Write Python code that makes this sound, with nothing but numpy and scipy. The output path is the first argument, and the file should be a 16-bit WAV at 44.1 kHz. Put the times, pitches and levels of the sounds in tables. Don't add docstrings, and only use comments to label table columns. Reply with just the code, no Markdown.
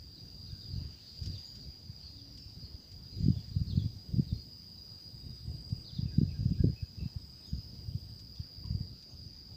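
import sys
import numpy as np
from scipy import signal
from scipy.fft import rfft, irfft, next_fast_len
from scipy.io import wavfile
from scipy.ndimage import uniform_filter1d, map_coordinates

SR = 44100
rng = np.random.default_rng(int(sys.argv[2]) if len(sys.argv) > 2 else 0)


def output_pcm(signal):
    pcm = np.clip(np.atleast_2d(signal).T, -1, 1) * 32767
    wavfile.write(sys.argv[1], SR, np.round(pcm).astype(np.int16))


N = 421596
TOP_HZ = 15500


def insect_chorus(count=12, stroke_hz=85, pulsing=.65, waver_hz=17, scrape_hz=48, jitter_hz=22,
                  drift_hz=18):
    # t/s, relative level/dB
    drone = [(0.0, -57.5), (0.53, -55), (0.64, -52.5), (1.01, -57.5), (1.28, -50), (1.84, -56),
             (2.72, -56.5), (2.85, -59), (3.11, -54.5), (3.83, -58), (4.85, -53.5), (6.84, -57),
             (7.72, -54), (7.85, -56.5), (9.56, -54.5)]
    # t/s, centre f/Hz, spread between insects/Hz
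    tuning = [(0, 4833, 102.1), (1.4, 4830, 88.02), (5.2, 4860, 76.03), (6.5, 4892, 84.9), (7.8, 4890, 103),
              (9.56, 4860, 115.1)]
    centre_hz, spread_hz = curves(tuning)
    places = np.linspace(-1, 1, count)
    chorus = np.zeros(N)
    for place in unit(places + .5 * places ** 3):
        stroke = sine(stroke_hz * np.exp(.35 * rng.standard_normal() + .13 * wobble(30)))
        hz = centre_hz + spread_hz * place + drift_hz * wobble(1.2) + waver_hz * wobble(7)
        hz = hz + scrape_hz * stroke + jitter_hz * wobble(200)
        loudness = amp(2.4 * wobble(2.957) - .94 * place ** 2) * (1 + pulsing * stroke)
        chorus += loudness * sine(hz)
    blur = unit(filtered(rng.standard_normal(N), lambda f: 1 / (1 + (f / 210) ** 4)))
    crowd = unit(blur * sine(centre_hz - 100)) * unit(spread_hz ** 2)
    near = unit(bushes(chorus, wet=.34, t60=.18))
    return amp(curves(drone)[0] + .8) * (near + amp(-8.5) * crowd)


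def wind(count=400, breeze_db=-53, slow_hz=97, hz_per_peak=503):
    # peak t/s, half-length/s, relative level/dB
    gusts = [(.44, 0.19, -55), (0.785, 0.13, -44.5), (1.3, 0.078, -43.5), (3.29, 0.12, -36),
             (3.579, 0.064, -41), (3.786, 0.13, -36.5), (4.177, 0.07, -34.5), (4.333, 0.039, -38),
             (5.3, 0.048, -46.5), (5.51, 0.091, -43.5), (5.742, 0.074, -48), (6.04, 0.08, -42),
             (6.235, .09, -38.5), (6.475, 0.083, -34.5), (6.662, 0.056, -29.5), (7.019, 0.031, -37),
             (7.566, 0.051, -43), (7.96, 0.27, -48.5), (8.723, 0.096, -40.5)]
    # f/Hz, relative level/dB
    rumble_colour = [(20, -31.5), (40, -13.5), (65, -1), (100, -2), (150, -7.5), (220, -13), (330, -23),
                     (470, -30.5), (700, -45.5), (1500, -94)]
    # t/s, peak level/dB before the bass loss, mid-swing f/Hz
    eddies = [(.531, -29, 97), (0.78, -27, 94.7), (1.22, -29.5, 99), (1.689, -35, 90), (1.9, -30.5, 103),
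              (2.463, -37.5, 80), (2.746, -33.5, 80.5), (3.207, -21.5, 130.9), (3.24, -19.5, 112),
              (3.263, -18.5, 164), (3.285, -13, 193), (3.305, -15, 147), (3.567, -21.5, 113),
              (3.616, -20.5, 132), (3.778, -15, 139), (4.145, -22.5, 151), (4.186, -18.5, 145),
              (4.197, -16.5, 201), (4.328, -25, 131), (5.728, -22.5, 130), (5.993, -22, 143),
              (6.058, -22.5, 135), (6.185, -11.5, 160.2), (6.216, -15.5, 215), (6.233, -17, 155),
              (6.46, -17, 140), (6.521, -19.5, 167), (6.606, -14.5, 116), (6.644, -16, 273),
              (6.661, -23, 164), (6.831, -23.5, 100), (7.061, -23.5, 141), (7.166, -25, 96),
              (7.534, -24, 133), (7.886, -28, 91), (7.953, -22.5, 116), (8.402, -26.5, 110),
              (8.709, -22.5, 91), (8.752, -21.5, 114), (8.81, -21.5, 133)]
    t = np.arange(N) / SR
    gust = sum(amp(db) * np.exp(-((t - s) / half) ** 2) for s, half, db in gusts)
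    flow = np.hypot(amp(breeze_db + 2 * wobble(8)), amp(-3) * gust)
    rumble = flow * unit(rush(rumble_colour, patchy_db=1.96) * amp(1.43 * wobble(60)))
    times = (np.arange(count) + rng.uniform(size=count)) * t[-1] / count
    peaks = np.interp(times, t, gust) * amp(10.5 + 3 * rng.standard_normal(count))
    lesser = zip(times, peaks, slow_hz + hz_per_peak * peaks)
    strong = [(s, amp(db), hz) for s, db, hz in eddies]
    thumps = np.zeros(N)
    for s, peak, hz in [*lesser, *strong]:
        swing = peak * eddy(hz)
        add(thumps, s - len(swing) / 2 / SR, swing)
    return rumble + filtered(thumps, lambda hz: hz / np.hypot(hz, 65))


def eddy(hz, rise_cycles=.23, fall_cycles=.58):
    cycles = hz * np.arange(-SR // 20, SR // 20) / SR
    swell = 1 / (np.exp(-cycles / rise_cycles) + np.exp(cycles / fall_cycles))
    slowing = .3 * np.hypot(cycles, .5)
    swing = swell * np.cos(2 * np.pi * (cycles - slowing) + rng.uniform(0, 2 * np.pi))
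    return swing / np.abs(swing).max()


def birds(chirp_s=.066, squeak_s=.053, pipe_s=.056, upper_hz=2636, lower_hz=1650, pipe_sag=.048):
    # t/s, top f/Hz, end f/Hz, relative level/dB
    chirps = [(0.142, 4360, 3710, -59), (.465, 4500, 3320, -61), (.607, 3950, 3340, -59),
              (.7, 4640, 3990, -54), (1.055, 4500, 4300, -54), (1.315, 4800, 3200, -53.5),
              (1.59, 4566, 3870, -58), (2.03, 4550, 4220, -50), (2.155, 4120, 3110, -62),
              (2.606, 4890, 4080, -49), (3.112, 4300, 3830, -58), (3.346, 3640, 3280, -60),
              (3.668, 5210, 3010, -51), (3.755, 4690, 3030, -54), (4.25, 4770, 3450, -57),
              (4.755, 4256, 3680, -62), (5.844, 4780, 3230, -51), (5.93, 4680, 3000, -53),
              (7.425, 4170, 3200, -60), (8.36, 3750, 2870, -67)]
    # t/s, top f/Hz, relative level/dB
    squeaks = [(1.447, 7050, -60), (7.46, 6760, -60), (9.095, 6580, -63)]
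    # t/s, length/s, f/Hz, relative level/dB
    whistles = [(.499, 0.089, 1555, -70.5), (1.235, 0.026, 5460, -58), (2.39, 0.096, 5240, -54),
                (4.34, 0.092, 4300, -54), (5.2, 0.19, 3794, -67.5)]
    # t/s, relative level/dB of the upper, of the lower
    piping = [(6.055, -66.5, -65), (6.284, -64.5, -72), (6.527, -64, -65.5), (6.759, -61, -70),
              (6.987, -61.5, -74)]
    song = np.zeros(N)
    for s, top_hz, end_hz, db in chirps:
        rasp_hz = .11 * (top_hz - end_hz)
        add(song, s, amp(db) * bird_note(chirp_s, top_hz, end_hz, flick=.703, rasp_hz=rasp_hz))
    for s, hz, db in squeaks:
        add(song, s, amp(db) * bird_note(squeak_s, hz, hz - 256, flick=3.47, rasp_hz=101))
    for s, length, hz, db in whistles:
        add(song, s, amp(db) * bird_note(length, hz, hz, flick=0, rasp_hz=60))
    for s, upper_db, lower_db in piping:
        for lag, hz, db in [(0, upper_hz, upper_db), (pipe_s, lower_hz, lower_db)]:
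            note = bird_note(pipe_s, hz, hz * (1 - pipe_sag), flick=.6, rasp_hz=.034 * hz)
            add(song, s + lag, amp(db) * note)
    return song


def bird_note(length, top_hz, end_hz, flick, rasp_hz):
    note = whistle(length, top_hz, end_hz, flick, rasp_hz, rough_db=2.5)
    blurred = bushes(np.pad(note, (0, SR // 2)), wet=.6, t60=.08)
    return amp(3.5) * bushes(blurred, wet=.29, t60=.54)


def whistle(length, start_hz, end_hz, flick=0, rasp_hz=0, rough_db=0):
    u = np.linspace(0, 1, max(int(length * SR), 8))
    glide = np.interp(u, [0, .18, .5, 1], [1 - flick, 1, .45, 0])
    shake, flutter = (np.interp(u, np.linspace(0, 1, 24), row) for row in rng.standard_normal((2, 24)))
    hz = end_hz + (start_hz - end_hz) * glide + rasp_hz * shake
    swell = np.abs(np.sin(np.pi * u)) ** .31 * amp(-8 * u + rough_db * flutter)
    return swell * sine(hz)


def low_calls():
    calls = np.zeros(N)
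    add(calls, 2.1, amp(-54.5) * whistle(length=.38, start_hz=282, end_hz=283.3))
    add(calls, 8.64, amp(-57.5) * whistle(length=.0243, start_hz=1080, end_hz=900))
    return bushes(calls, wet=.15, t60=.62)


def stem_ticks(t60=.082, attack_s=.00059):
    # t/s, level/dB before colouring
    ticks = [(1.23, -55), (1.2584, -51), (1.552, -58), (2.375, -57.5), (2.917, -61), (5.6915, -60.5),
             (7.7415, -66), (8.193, -59.5), (8.3534, -62), (8.6544, -63.5), (9.0233, -60.5)]
    # f/Hz, gain/dB
    tick_colour = [(700, -12), (2500, 2), (5000, 16), (7500, 1), (9500, -11), (15000, -19)]
    track, t = np.zeros(N), np.arange(SR // 10) / SR
    for s, db in ticks:
        envelope = amp(db - 60 * t / t60) * (1 - np.exp(-t / attack_s))
        add(track, s, envelope * rng.standard_normal(len(t)))
    return filtered(track, tick_colour)


def thin_insect(pulse_hz=19.2, sharpness=.5, swell_db=6.5, fade_s=.08):
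    # start t/s, end t/s, level/dB it swells towards
    bouts = [(.1, .65, -82), (3.104, 4.697, -82.5), (4.7, 5.849, -76), (6.25, 6.65, -85.5),
             (7.1, 7.496, -77), (7.75, 8.25, -79)]
    # f/Hz, width/Hz, relative level/dB
    resonances = [(7800, 130, -12), (8040, 140, -4.5), (8770, 220, -11.5)]
    t, level = np.arange(N) / SR, np.zeros(N)
    for start, end, db in bouts:
        singing = np.clip(np.minimum(t - start, end - t) / fade_s + .5, 0, 1)
        level += singing * amp(db + np.interp(t, [start, end], [-swell_db, 0]))
    body = lambda f: sum(amp(db) / (1 + ((f - hz) / width) ** 2) ** 2 for hz, width, db in resonances)
    stroke = sine(pulse_hz + .5 * wobble(3.3))
    pulses = np.exp(sharpness * stroke) / np.sqrt(np.i0(2 * sharpness))
    return level * pulses * unit(filtered(rng.standard_normal(N), body))


def background():
    # f/Hz, relative level/dB
    land_colour = [(30, -8), (120, -2.5), (270, -3), (420, -10.5), (700, -14), (1200, -21.5), (2200, -27.5),
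                   (5000, -30.5), (8000, -30.5), (9200, -33.5), (15000, -44.5)]
    weed_colour = [(600, -20.5), (1500, -11.5), (2300, -11), (2850, -6.5), (3400, -7), (3900, -0.5),
                   (4550, 3), (5300, -3), (5600, -4.5), (5880, -2.5), (6200, -7.5), (7500, -13),
                   (8100, -17), (9000, -31)]
    hiss_colour = [(7000, -32.5), (9500, -24.5), (11500, -11.5), (13000, -7.5), (14500, -1.5), (15400, 1.5)]
    # t/s, relative level/dB
    rustle_level = [(0.0, -70), (1.44, -63.5), (1.62, -68), (2.98, -69.5), (3.25, -65.5), (3.8, -69),
                    (3.99, -68), (4.9, -70), (6.95, -68.5), (7.19, -70), (8.47, -70), (9.56, -70.5)]
    hiss_level = [(0.0, -74.5), (1.14, -75), (1.22, -72.5), (1.92, -76.5), (4.79, -73), (6.07, -77),
                  (8.17, -73), (9.16, -77), (9.56, -76)]
    land = amp(-64.5) * rush(land_colour, patchy_db=2.47)
    weeds = amp(curves(rustle_level)[0] + 3.5) * rush(weed_colour, patchy_db=2.5)
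    hiss_gain = amp(curves(hiss_level)[0] + .4 * wobble(15))
    hiss = unit(filtered(rush(hiss_colour, patchy_db=0), lambda hz: hz < TOP_HZ))
    return land + weeds + hiss_gain * hiss


def bushes(x, wet, t60):
    t = np.arange(SR // 2) / SR
    tail = rng.standard_normal(len(t)) * amp(-60 * t / t60)
    scattered = signal.fftconvolve(x, tail / np.linalg.norm(tail))[:len(x)]
    return np.sqrt(1 - wet) * x + np.sqrt(wet) * scattered


def rush(spectrum, patchy_db):
    cells = signal.stft(rng.standard_normal(N), nperseg=512)[2]
    patches = uniform_filter1d(rng.standard_normal(cells.shape), size=6, axis=0)
    patches = unit(uniform_filter1d(patches, size=16, axis=1))
    noise = signal.istft(cells * amp(patchy_db * patches), nperseg=512)[1][:N]
    return unit(filtered(noise, spectrum))


def filtered(x, response):
    size = next_fast_len(N + 8192)
    hz = np.fft.rfftfreq(size, 1 / SR)
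    if callable(response):
        gain = response(hz)
    else:
        f, db = np.transpose(response)
        gain = amp(np.interp(np.log(hz + 1), np.log(f), db))
    return irfft(rfft(x, size) * gain, size)[:N]


def wobble(rate):
    knots = rng.standard_normal(int(N * rate / SR) + 4)
    coarse = np.arange(0, N + 32, 32)
    return np.interp(np.arange(N), coarse, map_coordinates(knots, [coarse * rate / SR]))


def curves(rows):
    s, *cols = np.transpose(rows)
    return [np.interp(np.arange(N) / SR, s, c) for c in cols]


def sine(hz):
    return np.sin(2 * np.pi * np.cumsum(hz) / SR)


def amp(db):
    return 10 ** (np.asarray(db) / 20)


def unit(x):
    return x / np.sqrt(np.mean(x ** 2) + 1e-20)


def add(track, s, sound):
    part = track[max(round(s * SR), 0):][:len(sound)]
    part += sound[:len(part)]


def scene():
    animals = insect_chorus() + thin_insect() + birds() + low_calls()
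    return (animals + stem_ticks() + wind() + background())[None]


def record(dry):
    return filtered(dry[0], lambda hz: hz < TOP_HZ)[None]


dry = scene()
out = record(dry)
output_pcm(out)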